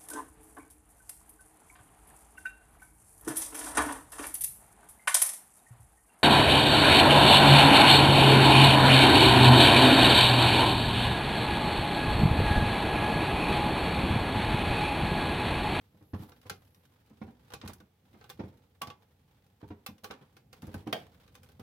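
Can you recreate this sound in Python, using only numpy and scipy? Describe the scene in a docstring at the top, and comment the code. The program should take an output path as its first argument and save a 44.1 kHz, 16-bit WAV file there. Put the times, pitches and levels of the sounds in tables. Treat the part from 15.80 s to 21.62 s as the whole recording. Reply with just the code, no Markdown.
"""A hand-cranked opener works round a tin can on a counter, over still air, a faint hum and a whine.
From the start the can knocks (damped modes and low bursts), the wheels scrape (noise shaped by slips)
and the crank clicks (short noise bursts that ring the can wall); a thin hiss fades in the second second.
Near the end the lid gives way with a ringing crack and a hollow boom, and the cranking goes on.
A small hard room answers each contact with a second, slower decay."""
import sys
import numpy as np
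from scipy import signal
from scipy.fft import rfft, irfft, next_fast_len
from scipy.io import wavfile
from scipy.ndimage import map_coordinates

SR = 44100
rng = np.random.default_rng(int(sys.argv[2]) if len(sys.argv) > 2 else 0)


def log_audio(samples):
    """Write samples as a 16-bit WAV file to the path given in sys.argv[1]."""
    # one column per channel
    frames = np.atleast_2d(samples).T
    # limit to full scale, then quantise
    limited = np.clip(frames, -1, 1)
    pcm = np.round(limited * 32767).astype(np.int16)
    wavfile.write(sys.argv[1], SR, pcm)


N = 256662  # length in samples
T = np.arange(SR // 2) / SR  # time since a contact, in seconds


def amp(db):
    """Level law: decibels to an amplitude ratio."""
    return 10 ** (np.asarray(db) / 20)


def unit(x):
    """Normalisation by mean power: scaled to rms 1."""
    return x / np.sqrt(np.mean(x ** 2) + 1e-20)


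def unit_hit(x):
    """Normalisation by onset power: scaled to rms 1 over the first 25 ms."""
    return x / np.sqrt(np.mean(x[..., :SR // 40] ** 2) + 1e-20)


def decay(t60):
    """Exponential decay: the amplitude falls 60 dB in t60 seconds."""
    return amp(-60 * T / t60)


def along(points, hz):
    """Logarithmic frequency scale: (Hz, value) points interpolated along it."""
    f, v = np.transpose(points)
    return np.interp(np.log(hz + 1), np.log(f + 1), v)


def filtered(x, response):
    """Linear filtering: the spectrum of x times a response of frequency."""
    m = next_fast_len(x.shape[-1] + SR // 10)
    spectrum = rfft(x, m) * response(np.fft.rfftfreq(m, 1 / SR))
    return irfft(spectrum, m)[..., :x.shape[-1]]


def wobble(size, step):
    """Slow random variation: a smooth curve with a knot every step points."""
    knots = rng.standard_normal(int(size / step) + 4)
    return map_coordinates(knots, [np.arange(size) / step])


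def uneven(x, ripple_db, width_hz):
    """Resonant colouring: each contact point favours other narrow resonances of the steel."""
    def response(hz):
        ripple = np.clip(wobble(len(hz), width_hz / hz[1]), -2, 2)
        return amp(ripple_db * ripple)
    return filtered(x, response)


# Likeness of the left and right channels.
# Each row: frequency in Hz, correlation from 0 to 1.
LIKENESS = [(100, 0.99), (250, 0.96), (500, 0.62), (1500, 0.19), (4000, 0.13), (12000, 0.027)]


def noise(colour, size, lo_hz=1, hi_hz=SR):
    """Diffuse sound: band-limited coloured noise, near mono in the bass and wide in the treble."""
    def response(hz):
        # mid and side gains cos and sin of this angle give the wanted correlation
        turn = np.arccos(np.clip(along(LIKENESS, hz), -1, 1)) / 2
        band = ((1 + (lo_hz / (hz + 1)) ** 10) * (1 + (hz / hi_hz) ** 10)) ** -.5
        return amp(along(colour, hz)) * band * [np.cos(turn), np.sin(turn)]
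    mid, side = filtered(rng.standard_normal((2, size)), response)
    return unit(np.array([mid + side, mid - side]))


def burst(colour, lo_hz, hi_hz, attack, t60, room_db, room_t60, snap=0, snap_t60=0.0028):
    """Dense modes: a contact excites many at once, scattered by the counter, then by the room."""
    rise = 1 - np.exp(-T / attack)  # attack in seconds
    tail = np.hypot(decay(t60), amp(room_db) * decay(room_t60))  # powers add
    modes = uneven(noise(colour, len(T), lo_hz, hi_hz), 4, np.clip(lo_hz / 15, 45, 160))
    return unit_hit(modes * rise * (snap * decay(snap_t60) + tail))


def ring(modes, attack, centre_hz=1000, db_per_octave=0, spread=.6, waver=.4):
    """Modal superposition: damped modes, any slope centred on centre_hz, phases blurred by the grip."""
    hz, db, t60 = np.transpose(modes)[:, :, None]
    slope = db_per_octave * abs(np.log2(hz / centre_hz))
    level = db - slope + rng.normal(0, 2.05, hz.shape)
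    # spread (radians) sets the channels apart; waver (radians) drifts with 70 knots a second
    phase = rng.uniform(0, 2 * np.pi, hz.shape) + spread * rng.standard_normal((2, *hz.shape))
    drift = waver * wobble(len(hz) * len(T), SR / 70).reshape(len(hz), -1)
    partials = amp(level) * decay(t60) * np.sin(2 * np.pi * hz * T + phase + drift)
    return unit_hit(partials.sum(axis=1) * (1 - np.exp(-T / attack)))


def add(track, s, sound):
    """Superposition: mixes a sound into the track at s seconds."""
    part = track[:, max(round(s * SR), 0):][:, :len(T)]
    part += sound[:, :part.shape[1]]


# Spectrum of the still air in the kitchen.
# Each row: frequency in Hz, relative level in dB.
AIR_COLOUR = [(15, -48.5), (25, -14), (97, -8.5), (373, -16.5), (503, -12), (591, -25), (840, -13),
              (936, -23), (3250, -26.5), (7310, -34), (12200, -32.5), (16000, -30.5)]


def kitchen(hum_hz=94.5, hum_db=-76, whine_hz=11908, whine_db=-95, air_db=-74):
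    """Steady background: noise of still air, an appliance's hum and an electrical whine as pure tones."""
    def tone(hz, db):
        return amp(db) * np.sqrt(2) * np.sin(2 * np.pi * hz * np.arange(N) / SR)
    air = amp(air_db) * noise(AIR_COLOUR, N)
    return tone(hum_hz, hum_db) + tone(whine_hz, whine_db) + air


# Level of the thin high hiss, which swells and fades.
# Each row: time in seconds, level in dB.
HISS_LEVEL = [(0, -94), (.42, -69), (.55, -80.5), (1, -77.5), (1.25, -100)]


def hiss(centre_hz=11900, width_hz=1200):
    """Narrow-band noise: a resonance-shaped band under a slow envelope."""
    band = filtered(rng.standard_normal((2, N)), lambda hz: 1 / (1 + ((hz - centre_hz) / width_hz) ** 2))
    level_db = np.interp(np.arange(N) / SR, *np.transpose(HISS_LEVEL))
    return amp(level_db) * unit(band)


# The hand's push on the crank, which sets the rumble, the scrape and the stray ticks.
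# Each row: time in seconds, effort in dB.
PUSH = [(0, -69), (.4, -64.5), (.7, -63.5), (1.12, -69), (1.63, -63), (1.9, -64.5), (2.15, -75.5),
        (2.3, -64.5), (2.58, -61.5), (2.95, -69), (3.62, -68.5), (4.2, -76.5), (4.62, -66.5), (4.85, -59),
        (5.36, -62.5), (5.82, -61.5)]


def effort(s):
    """Common driving force: the push on the crank in dB at the given times."""
    return np.interp(s, *np.transpose(PUSH))


# The blade bites into the tin and grinds.
# Each row: time in seconds, level added to the scrape at the height of the bite in dB.
BLADE_BITES = [(.41, 8), (1.86, 16.5), (2.69, 5), (4.96, 6.5), (5.23, 5.5)]
# Spectrum of the wheels scraping on the rim.
# Each row: frequency in Hz, relative level in dB.
SCRAPE_SPECTRUM = [(210, -26), (350, -14), (490, -3.5), (674, -13.5), (830, -6), (1110, -9), (2270, -14),
                   (2750, -16), (3280, -13), (7190, -25.5), (16000, -23)]
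# Spectrum of the gripped can moving on the counter.
# Each row: frequency in Hz, relative level in dB.
GRIP_SPECTRUM = [(21, -55), (35, -22), (51, -6.5), (92, 1.5), (287, -12), (379, -19.5), (463, -15),
                 (674, -25.5), (700, -21), (910, -56), (1540, -120)]


def cranking(rumble_db=0.5, scrape_db=-8, bite_s=0.05, bite_rumble=0.39,
             slips_per_s=110, slip_spread_db=5, slip_t60=0.13):
    """Friction by random slips: the wheels creep along the rim while the gripped can rumbles."""
    now = np.arange(N) / SR
    # each bite is a bell of half width bite_s; the share bite_rumble of its dB reaches the rumble
    bite_db = sum(db * np.exp(-((now - s) / bite_s) ** 2) for s, db in BLADE_BITES)
    slip_size = amp(slip_spread_db * np.clip(rng.standard_normal(N), -2, 2))
    slips = (rng.random(N) < slips_per_s / SR) * slip_size
    slip_power = signal.fftconvolve(slips ** 2, decay(slip_t60) ** 2)[:N]
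    grain = unit(np.sqrt(abs(slip_power)))
    scrape = amp(scrape_db + bite_db) * grain * noise(SCRAPE_SPECTRUM, N)
    rumble = amp(rumble_db + bite_rumble * bite_db) * noise(GRIP_SPECTRUM, N)
    return amp(effort(now)) * (scrape + rumble)


# The wheel skids on the rim.
# Each row: start in seconds, length in seconds, level in dB, brightness in dB per octave.
WHEEL_SKIDS = [(0.335, 0.049, -57.5, -6.5), (.413, .025, -60.5, 4), (0.484, .017, -61.5, 5.5),
               (.653, 0.024, -59.5, -.5), (1.417, 0.039, -71, 2), (1.717, .013, -53.5, -3),
               (1.81, 0.045, -60, -5), (1.855, .017, -53.5, -3), (1.886, .028, -56, -0.5),
               (2.493, .008, -58, 1), (3.22, .016, -68, -1.5), (3.805, .017, -63.5, -4),
               (3.875, .016, -66, 1), (4.235, 0.011, -51.5, 4.5), (4.301, 0.034, -56, -3.5),
               (4.325, .027, -56.5, -5.5), (4.409, 0.027, -62.5, -3.5), (5.25, 0.029, -65, -1.5)]


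def skids(slips_per_s=450, slip_spread_db=5, slip_t60=0.0098, room_db=-15, room_t60=0.21):
    """Stick-slip friction: each skid is a swell of tiny jerks of steel on tin."""
    out = np.zeros((2, N))
    answer = decay(slip_t60) ** 2 + (amp(room_db) * decay(room_t60)) ** 2
    for s, length, db, tilt_db in WHEEL_SKIDS:
        force = np.sin(np.pi * np.minimum(T / length, 1))
        jerk_size = amp(slip_spread_db * rng.standard_normal(len(T)))
        slips = (rng.random(len(T)) < slips_per_s / SR) * jerk_size + 0.028  # over a steady glide
        grain = np.sqrt(abs(signal.fftconvolve((force * slips) ** 2, answer)[:len(T)]))
        steel = filtered(noise(SCRAPE_SPECTRUM, len(T)), lambda hz: amp(tilt_db * np.log2(1 + hz / 700)))
        add(out, s, amp(db) * unit_hit(grain * uneven(steel, ripple_db=1, width_hz=160)))
    return out


# Spectrum of steel snapping on steel.
# Each row: frequency in Hz, relative level in dB.
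CLICK_SPECTRUM = [(180, -47), (300, 1), (470, 9), (645, -12), (801, 11.5), (930, -20), (1100, -4.5),
                  (1250, -2), (1510, 2), (1900, -14.5), (2790, -10), (6000, -18), (7320, -22.5),
                  (15000, -16.5), (16000, -21.5)]


def click(body_db, treble_db):
    """Impact of stiff bodies: steel parts snap together in three bands, the body fading slowest."""
    body = burst(CLICK_SPECTRUM, 350, 2700, attack=0.0023, t60=0.083, room_db=-13, room_t60=0.23)
    crack = burst(CLICK_SPECTRUM, 1939, 6700, attack=0.00065, t60=0.034, room_db=-10, room_t60=0.15,
                  snap=0.77)
    tick = burst(CLICK_SPECTRUM, 5000, 15000, attack=0.00053, t60=0.058, room_db=-15.0, room_t60=0.19,
                 snap=0.95)
    return amp(-11.0) * (amp(body_db) * body + crack + amp(treble_db + 1) * tick)


def stray_ticks(ticks_per_s=3, tick_db=-2):
    """Random impacts: the gears tick at chance moments, louder under a harder push."""
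    out = np.zeros((2, N))
    for place in rng.random(round(ticks_per_s * N / SR)):
        s = place * N / SR
        add(out, s, amp(effort(s) + tick_db) * click(body_db=-8, treble_db=-0.5))
    return out


# The distinct clicks of the crank and wheels.
# Each row: start in seconds, level in dB, body and treble settings in dB against the crack.
CRANK_CLICKS = [(.519, -54, 3, -24), (0.6144, -61.5, -12, 0), (0.6966, -32.5, -.5, -3.5),
                (.9457, -61, -20, 0), (1.053, -61.5, -13, -3), (1.703, -53, 5.5, -7),
                (1.736, -37.5, -1.5, -6), (1.8139, -43, -17, -27), (1.8763, -40.5, -5, -1),
                (1.933, -54, -23, 7), (2.0018, -56.5, 3, -5), (2.4113, -56.5, 8.5, -18),
                (2.4405, -52.5, 2.5, -11), (2.499, -40.5, -3.5, -3.5), (3.017, -33.5, -14, -2.5),
                (3.071, -44, -17, -7.5), (3.1007, -43.5, -3.5, -14), (4.0628, -34.5, -6.5, -2),
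                (4.1804, -59.5, -12, -7), (4.2429, -39, 2, -4), (4.3095, -40, 0.5, -11.5),
                (4.567, -53.5, 1.5, -5), (4.7287, -48, -2, -4.5), (4.82, -53, -1, 0.5), (4.869, -58, -7, 3),
                (4.9416, -47, 8, 0), (5.0729, -45.5, 6.5, -10.5), (5.4777, -57, -9, -9),
                (5.552, -48.5, -8, -4.5), (5.6315, -57, 2.5, 1), (5.6885, -59, 3.5, -3),
                (5.796, -56.5, 11.5, 0.5)]


def clicks():
    """Impact sequence: the crank and wheels click in their play."""
    out = np.zeros((2, N))
    for s, db, body_db, treble_db in CRANK_CLICKS:
        add(out, s, amp(db) * click(body_db, treble_db))
    return out


# Modes of the can wall.
# Each row: frequency in Hz, relative level before slope and scatter in dB, decay time t60 in seconds.
WALL_MODES = [(413, 1, 0.27), (497.8, 10, 0.17), (1042, -0.5, 0.1), (1170, 0.5, 0.087), (1365, -3, 0.066),
              (1520, -3.5, 0.081), (1860, -8, 0.1), (2103, -6.5, 0.16), (2440, -8.5, 0.22), (3560, -5, .14),
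              (3810, -5, .1)]
# Modes of the crank.
# Each row: frequency in Hz, relative level before scatter in dB, decay time t60 in seconds.
CRANK_MODES = [(837, -4.5, 0.16), (1136, 3, 0.14), (2740, -8, 0.07), (2784, -3.5, 0.074),
               (3337, -10.5, 0.12), (5410, -27, 0.049)]
# The crank strikes the end of its play.
# Each row: start in seconds, level in dB.
STOPS = [(1.737, -58.5), (3.016, -38.5), (3.101, -50), (4.243, -54)]


def ringing(wall_db=-14.5, wall_hz=1450):
    """Modal response: the can wall rings in proportion to each click, the crank at each stop."""
    out = np.zeros((2, N))
    for s, db, _, _ in CRANK_CLICKS:
        wall = ring(WALL_MODES, attack=0.0007, centre_hz=wall_hz, db_per_octave=11.0, spread=0.83, waver=0.41)
        add(out, s, amp(db + wall_db) * wall)
    for s, db in STOPS:
        add(out, s, amp(db) * ring(CRANK_MODES, attack=0.0022, spread=0.79, waver=0.35))
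    return out


# The can knocks on the counter.
# Each row: start in seconds, level in dB, favoured pitch of the body in Hz,
# boom and clack settings in dB.
CAN_KNOCKS = [(.145, -52.5, 220, -10, -14), (.213, -50, 305, -8, -12.5), (.336, -29, 205, -5, -12.5),
              (.394, -37.5, 200, -4.5, -22), (.425, -39.5, 198, -17, -10.5), (.489, -51, 490, -9, -4),
              (.656, -46, 504, -7, -8.5), (.711, -42, 180, -13, -13), (1.306, -46.5, 214, -16, -16.5),
              (1.417, -31.5, 210, -15.5, -13.5), (1.478, -42, 202, -25, -11.5), (1.736, -45, 142, -2, -2.5),
              (1.839, -34.5, 179, -8.5, -14), (1.893, -38, 175, -11, -10.5), (2.007, -48, 180, -9, -11),
              (2.342, -48, 222, -19.5, -10), (2.595, -26.5, 248, -19, -13), (2.636, -36, 180, -10.5, -16.5),
              (3.016, -42, 170, -11.5, 3.5), (3.074, -40, 145, -12.5, -6.5), (3.83, -37.5, 285, -10.5, -13),
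              (3.906, -33.5, 245, -13.5, -13), (4.09, -38.5, 164, -14.5, -14),
              (4.236, -43.5, 435, -14, -8.5), (4.305, -41, 249, -14.5, 0.5), (4.413, -47.5, 145, -22, -16),
              (4.83, -35, 145, -10, -15), (4.877, -37, 297, -8, -16), (4.944, -29.5, 174, -7.5, -16),
              (5.07, -27, 300, -29, -15.5), (5.796, -41.5, 200, -7.5, -12)]
# Modes of the can standing on the counter.
# Each row: frequency in Hz, relative level before slope and scatter in dB, decay time t60 in seconds.
COUNTER_MODES = [(143.2, 1, 0.15), (186.2, -2.5, 0.19), (213.9, 2, 0.16), (253, -2.5, 0.083),
                 (302.8, 3, 0.12), (354, -15, 0.18), (414, -5.5, 0.3), (505, 0, 0.17)]
# Spectrum of the can meeting the counter.
# Each row: frequency in Hz, relative level in dB.
KNOCK_SPECTRUM = [(24, -43.5), (40, -25), (85, 11), (150, -14.5), (210, -4.5), (306, -11.5), (561, -21),
                  (836, -20), (1930, -35.5), (2150, -33.5), (3000, -42), (6000, -51.5), (7800, -71),
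                  (13200, -120)]


def knocks(boom_hz=92.6, boom_t60=0.19, touch_lead=.003):
    """Impact on a plate: the slab booms, the can thuds and its bottom rim clacks."""
    out = np.zeros((2, N))
    slab = np.sin(2 * np.pi * boom_hz * T) * decay(boom_t60) * (1 - np.exp(-T / 0.0018))
    slab = unit_hit(slab)
    for s, db, centre_hz, boom_db, clack_db in CAN_KNOCKS:
        low = burst(GRIP_SPECTRUM, 55, 140, attack=0.0038, t60=0.16, room_db=-7.5, room_t60=0.42)
        boom = amp(boom_db + 3) * (slab + amp(-3.5) * low)
        body = ring(COUNTER_MODES, attack=0.0029, centre_hz=centre_hz, db_per_octave=11.0,
                    spread=0.13, waver=0.26)
        thud = burst(KNOCK_SPECTRUM, 134, 600, attack=0.0031, t60=0.078, room_db=-10.5, room_t60=0.42)
        clack = burst(KNOCK_SPECTRUM, 617, 7800, attack=0.0034, t60=0.13, room_db=-17.5, room_t60=0.55)
        knock = boom + amp(-4.5) * body + amp(-8.0) * thud + amp(clack_db) * clack
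        add(out, s - touch_lead, amp(db - 7.0) * knock)
    return out


# Modes of the lid as it gives way.
# Each row: frequency in Hz, relative level before scatter in dB, decay time t60 in seconds.
LID_MODES = [(342.5, -4, 0.22), (507, -2, 0.31), (647, 3, .19), (650, 6, 0.098), (719, 6, 0.14),
             (835, -1, 0.23), (1144, -9, .14), (1856, -3, 0.14), (1884, -17, 0.12), (2270, -13, 0.31),
             (3180, 0.5, 0.15), (3290, -2, 0.12), (4440, -16, 0.12), (4880, 0, 0.064), (6400, -23, .12)]
# Spectrum of the snapping lid.
# Each row: frequency in Hz, relative level in dB.
SNAP_SPECTRUM = [(120, -39), (200, -14), (735, -3.5), (1000, -14), (1840, -7), (2250, -14), (3250, -8),
                 (3830, -17), (4950, -17), (7270, -30.5), (16000, -25)]


def lid(s=5.1265, db=-36, crack_db=-33, hollow_db=-40, thump_db=-44, hollow_lag=.016):
    """Sudden release of strain: the lid cracks and rings, and the can booms hollowly behind it."""
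    out = np.zeros((2, N))
    crack = burst(SNAP_SPECTRUM, 410, 17000, attack=0.0014, t60=0.043, room_db=-17.5, room_t60=0.27)
    thump = burst(KNOCK_SPECTRUM, 153, 450, attack=0.002, t60=0.32, room_db=-4, room_t60=0.35)
    hollow = burst(SNAP_SPECTRUM, 420, 710, attack=0.0055, t60=0.14, room_db=-13.5, room_t60=0.34)
    add(out, s, amp(db) * ring(LID_MODES, attack=.0008, spread=0.47, waver=0.37))
    add(out, s, amp(crack_db) * crack)
    add(out, s, amp(thump_db) * thump)
    add(out, s + hollow_lag, amp(hollow_db) * hollow)
    return out


# Stereo balance.
# Each row: frequency in Hz, left minus right in dB.
BALANCE = [(120, 0), (250, -1.6), (500, -3), (1000, -3), (2500, -1.2), (8000, -2.3), (13000, 1.4)]


def scene():
    """Superposition of all sources, with level differences that place most of the range to the right."""
    background = kitchen() + hiss()
    friction = cranking() + skids()
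    impacts = stray_ticks() + clicks() + ringing() + knocks() + lid()
    sound = background + friction + impacts
    return filtered(sound, lambda hz: amp(np.outer([.5, -.5], along(BALANCE, hz))))


def record(dry, bass_hz=48, top_hz=16000):
    """Band limitation: a high-pass thins the deep bass and a steep low-pass ends the treble."""
    thinned = signal.sosfilt(signal.butter(2, bass_hz, "high", fs=SR, output="sos"), dry)
    return filtered(thinned, lambda hz: 1 / (1 + (hz / top_hz) ** 120))


dry = scene()
out = record(dry)
log_audio(out)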